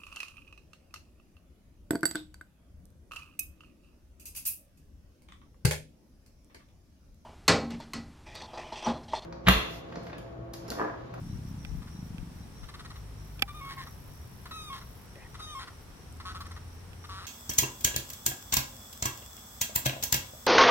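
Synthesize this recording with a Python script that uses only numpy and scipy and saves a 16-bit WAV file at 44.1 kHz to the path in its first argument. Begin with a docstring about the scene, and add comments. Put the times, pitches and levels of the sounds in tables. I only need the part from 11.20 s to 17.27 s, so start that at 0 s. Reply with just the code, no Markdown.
"""A shallow pond seen from its bank: an alligator ends a low bellow, pulses of vocal-fold closure ringing its throat.
A wading bird rattles, gives three thin harmonic wails that break into rasping pulses, then two creaking calls.
Insects chirp and lisp as noise in narrow resonances; a far bird peeps; wind, far hiss and a far motor lie beneath.
At the camera, a zoom motor ticks faintly, a dry scuff and small ticks pass, and contacts ring the body's modes.
One sharp click there makes the limiter duck."""
import sys
import numpy as np
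from scipy import signal
from scipy.fft import rfft, irfft, next_fast_len
from scipy.io import wavfile

SR = 44100
rng = np.random.default_rng(int(sys.argv[2]) if len(sys.argv) > 2 else 0)


def store_pcm(level_fs):
    """Save levels as 16-bit WAV."""
    pcm = np.round(np.clip(level_fs, -1, 1) * 32767).astype(np.int16)
    wavfile.write(sys.argv[1], SR, np.atleast_2d(pcm).T)


N = 267598
TIME = np.arange(N) / SR

# Alligator's vocal-fold closures: (time [s], rate [1/s], peak level before trim and scatter [dB])
BELLOW = [(0, 37.9, -27), (.12, 33.8, -29), (.31, 31.8, -28), (.43, 28.5, -33), (.62, 28.1, -30),
          (.68, 19.5, -33), (.77, 27, -28), (.97, 24.15, -29), (1.32, 20.4, -36)]
# Its throat resonances before narrowing: (frequency [Hz], width [Hz], gain [dB])
GATOR_THROAT = [(106, 40, 7.5), (158, 48, 16.5)]
# Narrowing of the throat during the push: (time [s], factor on the resonances [1])
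SQUEEZE = [(0, 0.55), (.15, 0.75), (.3, 0.92), (.7, 1), (1.3, 1)]
# Turbulent rumble under the slaps, before trim: (time [s], level [dB])
RUMBLE = [(0, -37), (.6, -47), (1.2, -51), (1.6, -64)]

# Open air before gain: (time [s], wind level [dB], far hiss level [dB])
AIR = [(0, -44.5, -62.5), (1.2, -47, -62.5), (2.5, -47.5, -62.5), (3.1, -48, -62.5), (4.4, -50, -61.5),
       (5.0, -47.5, -62), (6.07, -50.5, -61.5)]
# Spectrum of the wind: (frequency [Hz], relative level per Hz [dB])
WIND = [(12, -44), (20, -7), (32, -4), (65, 3.5), (97, 0), (136, -3.5), (200, -9.5), (280, -12.5),
        (390, -19.5), (580, -32.5), (1000, -72)]
# Spectrum of the far hiss: (frequency [Hz], relative level per Hz [dB])
HISS = [(180, -32), (300, -9.5), (398, -2.5), (614, -7), (930, -5.5), (1230, -8), (1460, -9.5), (2480, -14),
        (4830, -18), (5610, -13), (6300, -22), (8940, -18.5), (11300, -21.5), (13800, -24), (16000, -28.5)]
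# Left-right likeness, negative values counting as none: (frequency [Hz], likeness [1])
LIKENESS = [(60, 0.93), (150, 0.84), (380, 0.45), (950, 0.26), (2380, 0.0013), (5980, -1), (15000, -0.21)]
# Wind puffs on the microphone: (centre time [s], Gaussian spread [s], level before panning [dB])
PUFFS = [(0.164, 0.023, -41.5), (0.551, 0.056, -44.5), (0.928, .015, -47), (1.008, 0.016, -45.5),
         (1.44, 0.027, -51)]

# Near insect chirps over the chorus, before trim: (centre time [s], level [dB])
CHIRPS = [(.12, -63), (.45, -59), (0.768, -61), (1.42, -61), (1.76, -64), (2.03, -63.5), (2.68, -60),
          (3.0, -65), (3.38, -63), (3.58, -63), (4.33, -62), (4.55, -66), (4.84, -64), (5.091, -63),
          (5.3, -62), (5.56, -64.5), (5.86, -60)]
CHIRP_S, CHORUS_DB = 0.14, -69  # chirp length; chorus level before trim and swell
# Peeps of a small far bird: (centre time [s])
PEEPS = [.12, .765, 1.235, 1.37]
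# Lisps of a second insect: (centre time [s])
LISPS = [.29, .575, .86, 1.165, 1.47, 1.78, 4.11, 4.37, 4.62, 4.94, 5.21, 5.55, 5.88]

# Contacts on the camera body: (time [s], strength [dB])
CLICKS = [(.449, -35.5), (.982, -41), (2.193, -38.5), (2.1962, -36), (2.2211, -17), (2.2228, -8.5),
          (2.2255, -16.5), (3.956, -46), (5.732, -45.5)]
# Modes of the camera body: (frequency [Hz], gain [dB], 60 dB decay time [s])
BODY = [(229, -17.5, 0.031), (500, -21, 0.01), (800, -25, 0.076), (1300, -14.5, 0.019),
        (1545, -10.5, 0.017), (2024, -16.5, 0.026), (2360, -11, 0.036), (2656, -3, 0.011),
        (3350, -3.5, 0.0089), (4590, -8.5, 0.0059), (5180, -10.5, 0.0047), (7650, -14.5, 0.0029),
        (10100, -13, 0.0028), (11500, -11.5, .005), (13300, -17, .0028)]

# Runs of the bird's rattle: (first note [s], end [s], level before trim and swell [dB], rasp before trim [dB])
RATTLE = [(0.618, .7, -50, -2.5), (1.432, 1.78, -41.5, -2), (2.278, 2.3, -42, -4), (2.665, 2.69, -41, -6.5),
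          (3.256, 3.34, -40.5, -4.5), (3.611, 3.64, -44, -6), (4.143, 4.22, -41.5, -3),
          (4.473, 4.5, -39, -7), (5, 5.03, -39.5, -6), (5.255, 5.39, -40.5, -6.5), (5.84, 5.87, -41, -4.5)]
RATTLE_STEP_S, RATTLE_NOTE_S, RATTLE_RELEASE_S = 0.054, 0.019, 0.013  # note spacing, length and release
# A run swells: notes this far from its middle are this much softer
RATTLE_SWELL_S, RATTLE_SWELL_DB = 0.16, 5.5
# Long creaks: (start [s], end [s], pulse rate before jitter [Hz], throat at start [Hz], throat at end [Hz],
# level [dB], roughness [0-1])
CREAKS = [(2.445, 2.51, 171.3, 1210, 1290, -55, .2), (2.491, 2.543, 160, 1810, 1930, -52.5, 0.7),
          (2.578, 2.644, 180, 1890, 1780, -51, .4), (3.528, 3.594, 200, 1160, 1360, -53.5, .7),
          (4.39, 4.447, 196.2, 1240, 1420, -50, 0.61), (5.052, 5.094, 184, 1110, 1220, -41.5, .04),
          (5.09, 5.125, 218, 1370, 1330, -46, .2), (5.146, 5.178, 183, 1080, 1370, -44.5, .12),
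          (5.204, 5.226, 220, 1070, 1300, -43.5, .2), (5.891, 5.992, 190, 1130, 1240, -45, .04),
          (5.985, 6.042, 183, 1380, 1150, -48.5, .24), (6.04, 6.072, 223.7, 1520, 1530, -56.5, 0.79)]
CLEAN_RASP_DB, ROUGH_RASP_DB = -3.5, 10  # rasp against throat tone in a clean and in a fully rough creak
# Spectrum of the rasp: (frequency [Hz], relative level per Hz [dB])
RASP = [(500, -24), (900, -3), (1300, -4), (1800, -4), (2100, -9.5), (2450, -9), (2900, -8.5), (3900, -3.5),
        (4700, -7.5), (6500, -17.5), (8000, -21.5), (10200, -19), (12000, -29), (16000, -58)]

# Swells of the far motor: (start [s], end [s], initial speed [Hz], final speed [Hz], level [dB],
# fade [dB/s], step from one order to the next [dB])
MOTOR = [(1.746, 2.28, 51.07, 49.33, -47.5, 1.5, -3.5), (2.253, 3.0, 48.8, 44.82, -57.5, 9.5, 3),
         (2.955, 4.503, 65.6, 65.14, -54.5, 6, -3.5), (4.947, 6.117, 76.78, 88, -43.5, 7, -27)]
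MOTOR_SETTLE_S = 0.348  # time constant of the approach to the final speed

# Zoom motor: (time [s], tick rate [1/s], level [dB])
ZOOM = [(2.0, 52, -100), (2.03, 38, -64.5), (2.3, 46, -61), (2.6, 56, -58.5), (3.05, 50, -62.5),
        (3.5, 48, -60), (3.86, 48, -61.5), (3.89, 56, -100)]
# Spectrum of its ticks and whirr: (frequency [Hz], relative level per Hz [dB])
WHIRR = [(3000, -51), (7000, -23), (10300, -12), (11200, 3.5), (11700, -4), (12100, -5), (12700, -1),
         (13200, -1), (15500, -5), (16500, -3.5)]

# Notes of the wails, high ones breaking to lower ones: (start [s], end [s], initial pitch [Hz], sag [Hz],
# level [dB], second partial before trim [dB], brightness of the overtones [dB])
WAILS = [(2.283, 2.316, 1180, 7, -47, -9.5, -15.5), (2.347, 2.404, 1214, 15, -45, -13.5, -20.5),
         (2.412, 2.526, 1105, 17.5, -44, -8.5, -24), (2.573, 2.612, 1091, 39, -43, -10.5, -31),
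         (3.316, 3.498, 1286, 96.5, -44.5, -10.5, -9), (3.502, 3.553, 1104, 58, -41, -16, -21),
         (4.196, 4.344, 1255, 66, -42, -17.5, -13.5), (4.352, 4.394, 1088, 32, -39.5, -17.5, -19.5)]
# Overtones of a wail before trim and brightness: (multiple of the pitch [1], relative level [dB])
OVERTONES = [(3, 8), (4, -7.5), (5, -7.5), (6, -19.5), (7, -15), (8, -13.5), (9, -19), (10, -24)]
# Cracks in the wail, every other cycle weaker: (time [s], depth [0-1])
CRACK = [(4.26, 0.08), (4.285, 0.75), (4.32, 0.15), (4.34, 0.05)]
WAIL_ARCH_DB = 2.5  # a note is this much softer at its ends
# The low partials fade as the note slides through this pitch
WEAK_HZ, WEAK_WIDTH_HZ, WEAK_DB = 1237.7, 15, 10.5

# Resonances of one dry scuff: (start [s], end [s], frequency [Hz], width [Hz], level [dB])
SCUFF = [(3.955, 3.99, 370, 210, -53), (4.015, 4.062, 830, 110, -58.5), (3.953, 4.072, 1917, 250, -58.5),
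         (4.003, 4.05, 2500, 370, -62)]
# Crisp ticks before trim: (onset time [s], level [dB])
TICKS = [(4.9243, -41), (4.971, -46), (5.268, -40), (5.317, -39.5), (5.48, -50)]

# Echoes from the banks: (delay [s], level [dB])
BANKS = [(.017, -12.5), (0.041, -15), (.078, -28), (.125, -35)]
CUTOFF_HZ = 15900  # top of the recorded band


def from_db(db):
    """Decibel law: 20 dB is a tenfold amplitude."""
    return 10 ** (np.asarray(db) / 20)


def rms_one(x):
    """Normalization: scale to a root-mean-square amplitude of 1."""
    return x / np.sqrt(np.mean(x ** 2) + 1e-20)


def in_time(rows):
    """Linear interpolation: read every column of a time curve at each sample."""
    s, *columns = np.transpose(rows)
    return [np.interp(TIME, s, c) for c in columns]


def at_hz(points, hz):
    """Logarithmic frequency axis: interpolate a spectrum on it."""
    f, value = np.transpose(points)
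    return np.interp(np.log(np.maximum(hz, 1)), np.log(f), value)


def colour(x, spectrum):
    """Linear filtering: multiply the Fourier spectrum by a smooth gain, then scale to rms 1."""
    size = next_fast_len(N)
    gain = from_db(at_hz(spectrum, np.fft.rfftfreq(size, 1 / SR)))
    return rms_one(irfft(rfft(x, size) * gain, size)[..., :N])


def cut(x, hz, kind, order=2):
    """Butterworth filtering: a maximally flat passband."""
    return signal.sosfilt(signal.butter(order, hz, kind, fs=SR, output="sos"), x + 1e-18)


def resonance(x, hz, width_hz):
    """Damped resonance: a pole pair whose radius sets the width, with unit gain at its peak."""
    r = np.exp(-np.pi * width_hz / SR)
    zeros = np.array([1, 0, -1]) * (1 - r * r) / 2
    poles = [1, -2 * r * np.cos(2 * np.pi * hz / SR), r * r]
    return signal.lfilter(zeros, poles, x + 1e-18)


def drift(rate):
    """Random modulation: chance values, rate of them a second, joined by lines and scaled to rms 1."""
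    knots = rng.standard_normal(N // 8)
    return rms_one(np.interp(TIME * rate, np.arange(len(knots)), knots))


def gate(t, start, end, edge):
    """Amplitude envelope: 1 between start and end, with sloping edges."""
    rise = np.clip((t - start) / edge + 0.5, 0, 1)
    return rise * np.clip((end - t) / edge + 0.5, 0, 1)


def place(x, pan_db, lag_ms):
    """Stereo localization: level and arrival time differ at two ports, the left one hearing later."""
    left = np.interp(TIME - lag_ms / 1000, TIME, x) * from_db(pan_db / 2)
    return np.array([left, x * from_db(-pan_db / 2)])


def air_noise(spectrum):
    """Interchannel coherence: shared and opposed noise make the sides alike in the bass, less so above."""
    size = next_fast_len(N)
    alike = np.clip(at_hz(LIKENESS, np.fft.rfftfreq(size, 1 / SR)), 0, 0.98)
    mid, side = rfft(rng.standard_normal((2, size)))
    pair = np.sqrt(1 + alike) * mid + np.sqrt(1 - alike) * side * [[1], [-1]]
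    return colour(irfft(pair, size)[:, :N], spectrum)


def outdoors(x, scatter_db, t60, dull_hz):
    """Reflection and scattering: dull echoes from the banks and a decaying tail from the reeds."""
    dull = cut(x, dull_hz, "low", order=1)
    echoes = sum(from_db(db) * np.interp(TIME - delay, TIME, dull, left=0) for delay, db in BANKS)
    tail = rng.standard_normal((2, SR)) * from_db(-60 * TIME[:SR] / t60)
    tail /= np.sqrt(np.sum(tail ** 2, axis=1, keepdims=True))
    return echoes + from_db(scatter_db) * signal.fftconvolve(dull[None], tail, axes=1)[:, :N]


def gator_throat(x, squeeze=1, top_hz=285):
    """Vocal-tract resonance: broad low modes; the closed mouth lets little treble out."""
    rings = sum(from_db(db) * resonance(x, hz * squeeze, width) for hz, width, db in GATOR_THROAT)
    return cut(rings, top_hz, "low", order=7)


def alligator(slap_db=-2.5, rumble_db=-7, uneven_db=2.15, jitter_s=0.00078):
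    """Source and filter: fold closures, slowing overall, ring the throat over turbulent noise."""
    rumble = rms_one(gator_throat(rng.standard_normal(N)))
    out = from_db(in_time(RUMBLE)[0] + rumble_db) * rumble
    rate, db = in_time(BELLOW)
    new_cycle = np.diff(np.round(np.cumsum(rate) / SR))
    closures = np.flatnonzero(new_cycle * (TIME[1:] < BELLOW[-1][0]))
    for at, (colouring, size, late) in zip(closures, rng.standard_normal((64, 3))):
        squeeze = np.interp(at / SR, *np.transpose(SQUEEZE)) * (1 + 0.037 * colouring)
        slap = gator_throat(-signal.unit_impulse(SR // 8), squeeze)
        start = max(at + int(jitter_s * late * SR), 0)
        level = from_db(db[at] + slap_db + uneven_db * size)
        out[start:start + len(slap)] += level * slap / np.abs(slap).max()
    return out


def open_air(wind_gain_db=0.0, hiss_gain_db=6.5, puff_hz=45, puff_width_hz=35):
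    """Flow noise: low wind, far hiss, and puffs that buffet the left port most."""
    wind_db, hiss_db = in_time(AIR)
    wind_level = from_db(wind_db + wind_gain_db + 0.19 * drift(8))
    wind = wind_level * air_noise(WIND) * from_db([[1.0], [-1.0]])
    hiss = from_db(hiss_db + hiss_gain_db) * air_noise(HISS)
    push = sum(from_db(db) * np.exp(-0.5 * ((TIME - s) / spread) ** 2) for s, spread, db in PUFFS)
    rumble = resonance(rng.standard_normal(N), puff_hz, puff_width_hz)
    eddies = rms_one(cut(rumble, 95, "low"))
    return wind + hiss + place(push * eddies, pan_db=20.0, lag_ms=0.11)


def insects(hz=5690, width_hz=420, stroke_rate=78, depth=0.53, level_db=-2.5, edge_s=0.063, swell_db=-3.0):
    """Amplitude modulation: wing strokes throb in a narrow resonance; chirps rise from a chorus."""
    strokes_per_s = stroke_rate * (1 + 0.029 * drift(3))
    strokes = 1 + depth * np.sin(2 * np.pi * np.cumsum(strokes_per_s) / SR)
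    song = resonance(rng.standard_normal((2, N)) * strokes, hz, width_hz)
    song = rms_one(resonance(song, hz, width_hz))
    chirps = sum(from_db(db) * gate(TIME, s - CHIRP_S / 2, s + CHIRP_S / 2, edge_s) for s, db in CHIRPS)
    chorus = from_db(CHORUS_DB + swell_db * drift(14))
    return from_db(level_db) * np.hypot(chirps, chorus) * song


def peeps(hz=3960, length_s=0.024, edge_s=0.01, level_db=-62):
    """Pure tone: short, level whistles with a slight random waver of pitch."""
    tone = np.sin(2 * np.pi * np.cumsum(hz * (1 + 0.0064 * drift(200))) / SR)
    notes = sum(gate(TIME, s - length_s / 2, s + length_s / 2, edge_s) for s in PEEPS)
    return place(from_db(level_db) * notes * tone, pan_db=2, lag_ms=0.068)


def lisps(hz=14100, width_hz=1100, spread_s=0.017, level_db=-66, uneven_db=2.0):
    """Narrow-band noise: short Gaussian swells of a very high resonance."""
    swells = sum(from_db(uneven_db * rng.standard_normal()) * np.exp(-0.5 * ((TIME - s) / spread_s) ** 2)
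                 for s in LISPS)
    return from_db(level_db) * swells * rms_one(resonance(rng.standard_normal((2, N)), hz, width_hz))


def camera_click(grit_db=-22, grit_s=0.0021, level_db=0.0):
    """Modal vibration: quick contacts, each with a little grit, ring the plastic body."""
    force, t = np.zeros(N), TIME[:SR // 64]
    for s, db in CLICKS:
        grit = from_db(grit_db) * rng.standard_normal(len(t)) * np.exp(-t / grit_s)
        blow = signal.unit_impulse(len(t)) + grit
        force[int(s * SR):int(s * SR) + len(t)] += from_db(db + level_db) * blow
    out = np.zeros(N)
    for k, (hz, db, t60) in enumerate(BODY):
        r, w = from_db(-60 / (t60 * SR)), 2 * np.pi * hz / SR
        ring = signal.lfilter([0, np.sin(w)], [1, -2 * r * np.cos(w), r * r], force + 1e-18)
        out += (-1) ** k * from_db(db) * ring  # neighbouring modes have opposite sign
    return place(out, pan_db=-8.5, lag_ms=0.14)


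def creak(t, rate, start_hz, end_hz, rough, width_hz=215, jitter=0.22, rise=0.043, upper_hz=1900,
          upper_share=0.82):
    """Pulsed excitation: uneven pulses ring a throat that rises in pitch; returns ring and raw pulses."""
    chance = rng.standard_normal((2, 64))
    periods = np.clip(1 + jitter * rough * chance[0], 0.4, 2) / rate
    starts = np.cumsum(periods) - periods[0]
    which = np.searchsorted(starts, t, side="right") - 1
    age = t - starts[which]
    hz = np.linspace(start_hz, end_hz, len(t)) * (1 + rise * (age * rate - 0.5))
    size = from_db(2 * rough * chance[1])[which]
    # The membranes open and close smoothly
    opening = np.sqrt(np.abs(np.sin(np.pi * age / periods[which])))
    # Rough pulses also wake the second resonance
    upper = upper_share * rough * np.sin(2 * np.pi * upper_hz * age)
    ring = size * opening * np.exp(-np.pi * width_hz * age) * (np.sin(2 * np.pi * hz * age) + upper)
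    puffs = rms_one(rng.standard_normal(SR // 4)[:len(t)] * np.exp(-age * rate))
    impulses = rms_one(1.0 * (np.diff(which, prepend=-1) > 0))
    share = np.clip(0.12 + rough, 0, 1)  # noise power among the pulses
    pulses = np.sqrt(1 - share) * impulses + np.sqrt(share) * puffs
    return rms_one(ring), rms_one(size * pulses)


def creaks(rattle_db=-7.5, rattle_rasp_db=4.0, rattle_rate=300, rattle_start_hz=1150, rattle_end_hz=1300,
           rattle_rough=0.598, attack=0.00071, release=RATTLE_RELEASE_S):
    """Rough phonation: long creaks, raspier the rougher they are, and evenly spaced rattle notes."""
    notes = [(*row, np.interp(row[-1], [0, 1], [CLEAN_RASP_DB, ROUGH_RASP_DB])) for row in CREAKS]
    for first, until, db, rasp_db in RATTLE:
        middle = (first + until - RATTLE_NOTE_S) / 2
        for s in np.arange(first, until, RATTLE_STEP_S):
            note_db = db + rattle_db - RATTLE_SWELL_DB * ((s - middle) / RATTLE_SWELL_S) ** 2
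            notes.append((s, s + RATTLE_NOTE_S, rattle_rate, rattle_start_hz, rattle_end_hz,
                          note_db, rattle_rough, rasp_db + rattle_rasp_db))
    throat, rasp = np.zeros((2, N))
    for start, end, rate, start_hz, end_hz, db, rough, rasp_db in notes:
        live = (TIME >= start) & (TIME < max(end, start + release) + release / 2)
        t = TIME[live] - TIME[live][0]
        level = from_db(db) * np.minimum(t / attack, 1) * np.minimum((t[-1] - t) / release, 1)
        ring, pulses = creak(t, rate, start_hz, end_hz, rough)
        throat[live] += level * ring
        rasp[live] += level * from_db(rasp_db) * pulses
    return cut(throat, 816, "high", order=4) + colour(rasp, RASP) * np.std(rasp)


def far_motor(waver_db=1.26, edge_s=0.089):
    """Harmonic orders: the motor's lowest three; each swell glides toward a new speed and fades."""
    out = np.zeros(N)
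    for start, end, from_hz, to_hz, db, fade_db, step_db in MOTOR:
        age = np.maximum(TIME - start, 0)
        hz = to_hz + (from_hz - to_hz) * np.exp(-age / MOTOR_SETTLE_S)
        phase = 2 * np.pi * np.cumsum(hz * (1 + 0.00602 * drift(12))) / SR
        orders = np.zeros(N)
        for k in range(3):
            order_db = db - fade_db * age + k * step_db + waver_db * drift(15)
            orders += from_db(order_db) * np.sin((k + 1) * phase)
        out += np.sqrt(2) * orders * gate(TIME, start, end, edge_s)
    return place(out, pan_db=1.0, lag_ms=0.042)


def zoom_motor(tick_share=0.17, whirr=0.29):
    """Periodic excitation: one bright noise tick a turn over a faint whirr."""
    rate, db = in_time(ZOOM)
    turn = np.cumsum(rate) / SR % 1
    noise = rng.standard_normal((2, N)) * (whirr + np.exp(-turn / tick_share))
    return from_db(db) * colour(noise, WHIRR)


def wails(jitter=0.0065, wander=0.0032, shimmer_db=1.0, edge=0.007, level_db=0.0, overtone_db=-0.5,
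          sag_power=2.2, flicker_db=3.0):
    """Harmonic series: thin notes hold their pitch, then sag ever faster."""
    out = np.zeros(N)
    waver = 1 + jitter * drift(500) + wander * drift(45)
    flutter = shimmer_db * drift(160)
    crack = in_time(CRACK)[0]
    flickers = [flicker_db * drift(40) for _ in OVERTONES]  # each overtone comes and goes on its own
    for start, end, pitch, sag, db, second_db, bright_db in WAILS:
        on = gate(TIME, start - edge / 2, end + edge / 2, edge)
        live = on > 0
        along = np.linspace(0, 1, live.sum())
        hz = pitch - sag * along ** sag_power
        phase = 2 * np.pi * np.cumsum(hz * waver[live]) / SR
        weak = from_db(-WEAK_DB * np.exp(-0.5 * ((hz - WEAK_HZ) / WEAK_WIDTH_HZ) ** 2))
        upper = 0
        for (k, level), flicker in zip(OVERTONES, flickers):
            partial_db = level + overtone_db + flicker[live] + bright_db * np.sqrt(3 / k)
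            upper = upper + from_db(partial_db) * np.sin(round(k) * phase)
        # Half-integer partials repeat only every second cycle
        halves = crack[live] * (np.sin(5 * phase / 2) + 0.5 * np.sin(3 * phase / 2))
        lower = np.sin(phase) + from_db(second_db + 1.5) * np.sin(2 * phase) + halves
        tone = weak * lower + upper
        note_db = db + level_db + flutter[live] - WAIL_ARCH_DB * (2 * along - 1) ** 2
        out[live] += np.sqrt(2) * tone * on[live] * from_db(note_db)
    return out


def scuff():
    """Friction noise: a faint rub heard through a few resonances."""
    out = np.zeros(N)
    for start, end, hz, width, db in SCUFF:
        rub = resonance(resonance(rng.standard_normal(N), hz, width), hz, 2 * width)
        out += from_db(db) * gate(TIME, start, end, 0.0075) * rms_one(rub)
    return place(out, pan_db=0, lag_ms=0.06)


def ticks(hz=8300, width_hz=3500, decay_s=0.0027, level_db=-8):
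    """Exponential decay: tiny bright noise bursts that die at once."""
    bursts = sum(from_db(db) * (TIME >= s) * np.exp(-np.abs(TIME - s) / decay_s) for s, db in TICKS)
    bright = resonance(rng.standard_normal((2, N)), hz, width_hz)
    return from_db(level_db) * bursts * rms_one(resonance(bright, hz, width_hz))


def scene():
    """Superposition: animals across the water, small noises at the camera, the marsh all round."""
    gator, bird = alligator(), wails() + creaks()
    animals = place(gator, pan_db=1.0, lag_ms=0.045) + place(bird, pan_db=1.0, lag_ms=0.11)
    space = outdoors(bird + 0.5 * gator, scatter_db=-13, t60=0.5, dull_hz=3500)
    marsh = open_air() + insects() + peeps() + lisps() + far_motor()
    small_noises = camera_click() + zoom_motor() + scuff() + ticks()
    return animals + space + marsh + small_noises


def record(dry, threshold_db=-10, release_db_per_s=25, attack_s=0.0023):
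    """Peak limiting and band limiting: gain ducks on loud peaks, recovers slowly; the top is cut."""
    over = np.maximum(20 * np.log10(np.abs(dry).max(axis=0) + 1e-9) - threshold_db, 0)
    # Hold each excess and let it fall at a constant rate
    held = np.maximum.accumulate(over + release_db_per_s * TIME) - release_db_per_s * TIME
    r = np.exp(-1 / (attack_s * SR))
    ducked = dry * from_db(-signal.lfilter([1 - r], [1, -r], held))
    return signal.sosfilt(signal.ellip(10, 0.1, 80, CUTOFF_HZ, fs=SR, output="sos"), ducked)


dry = scene()
out = record(dry)
store_pcm(out)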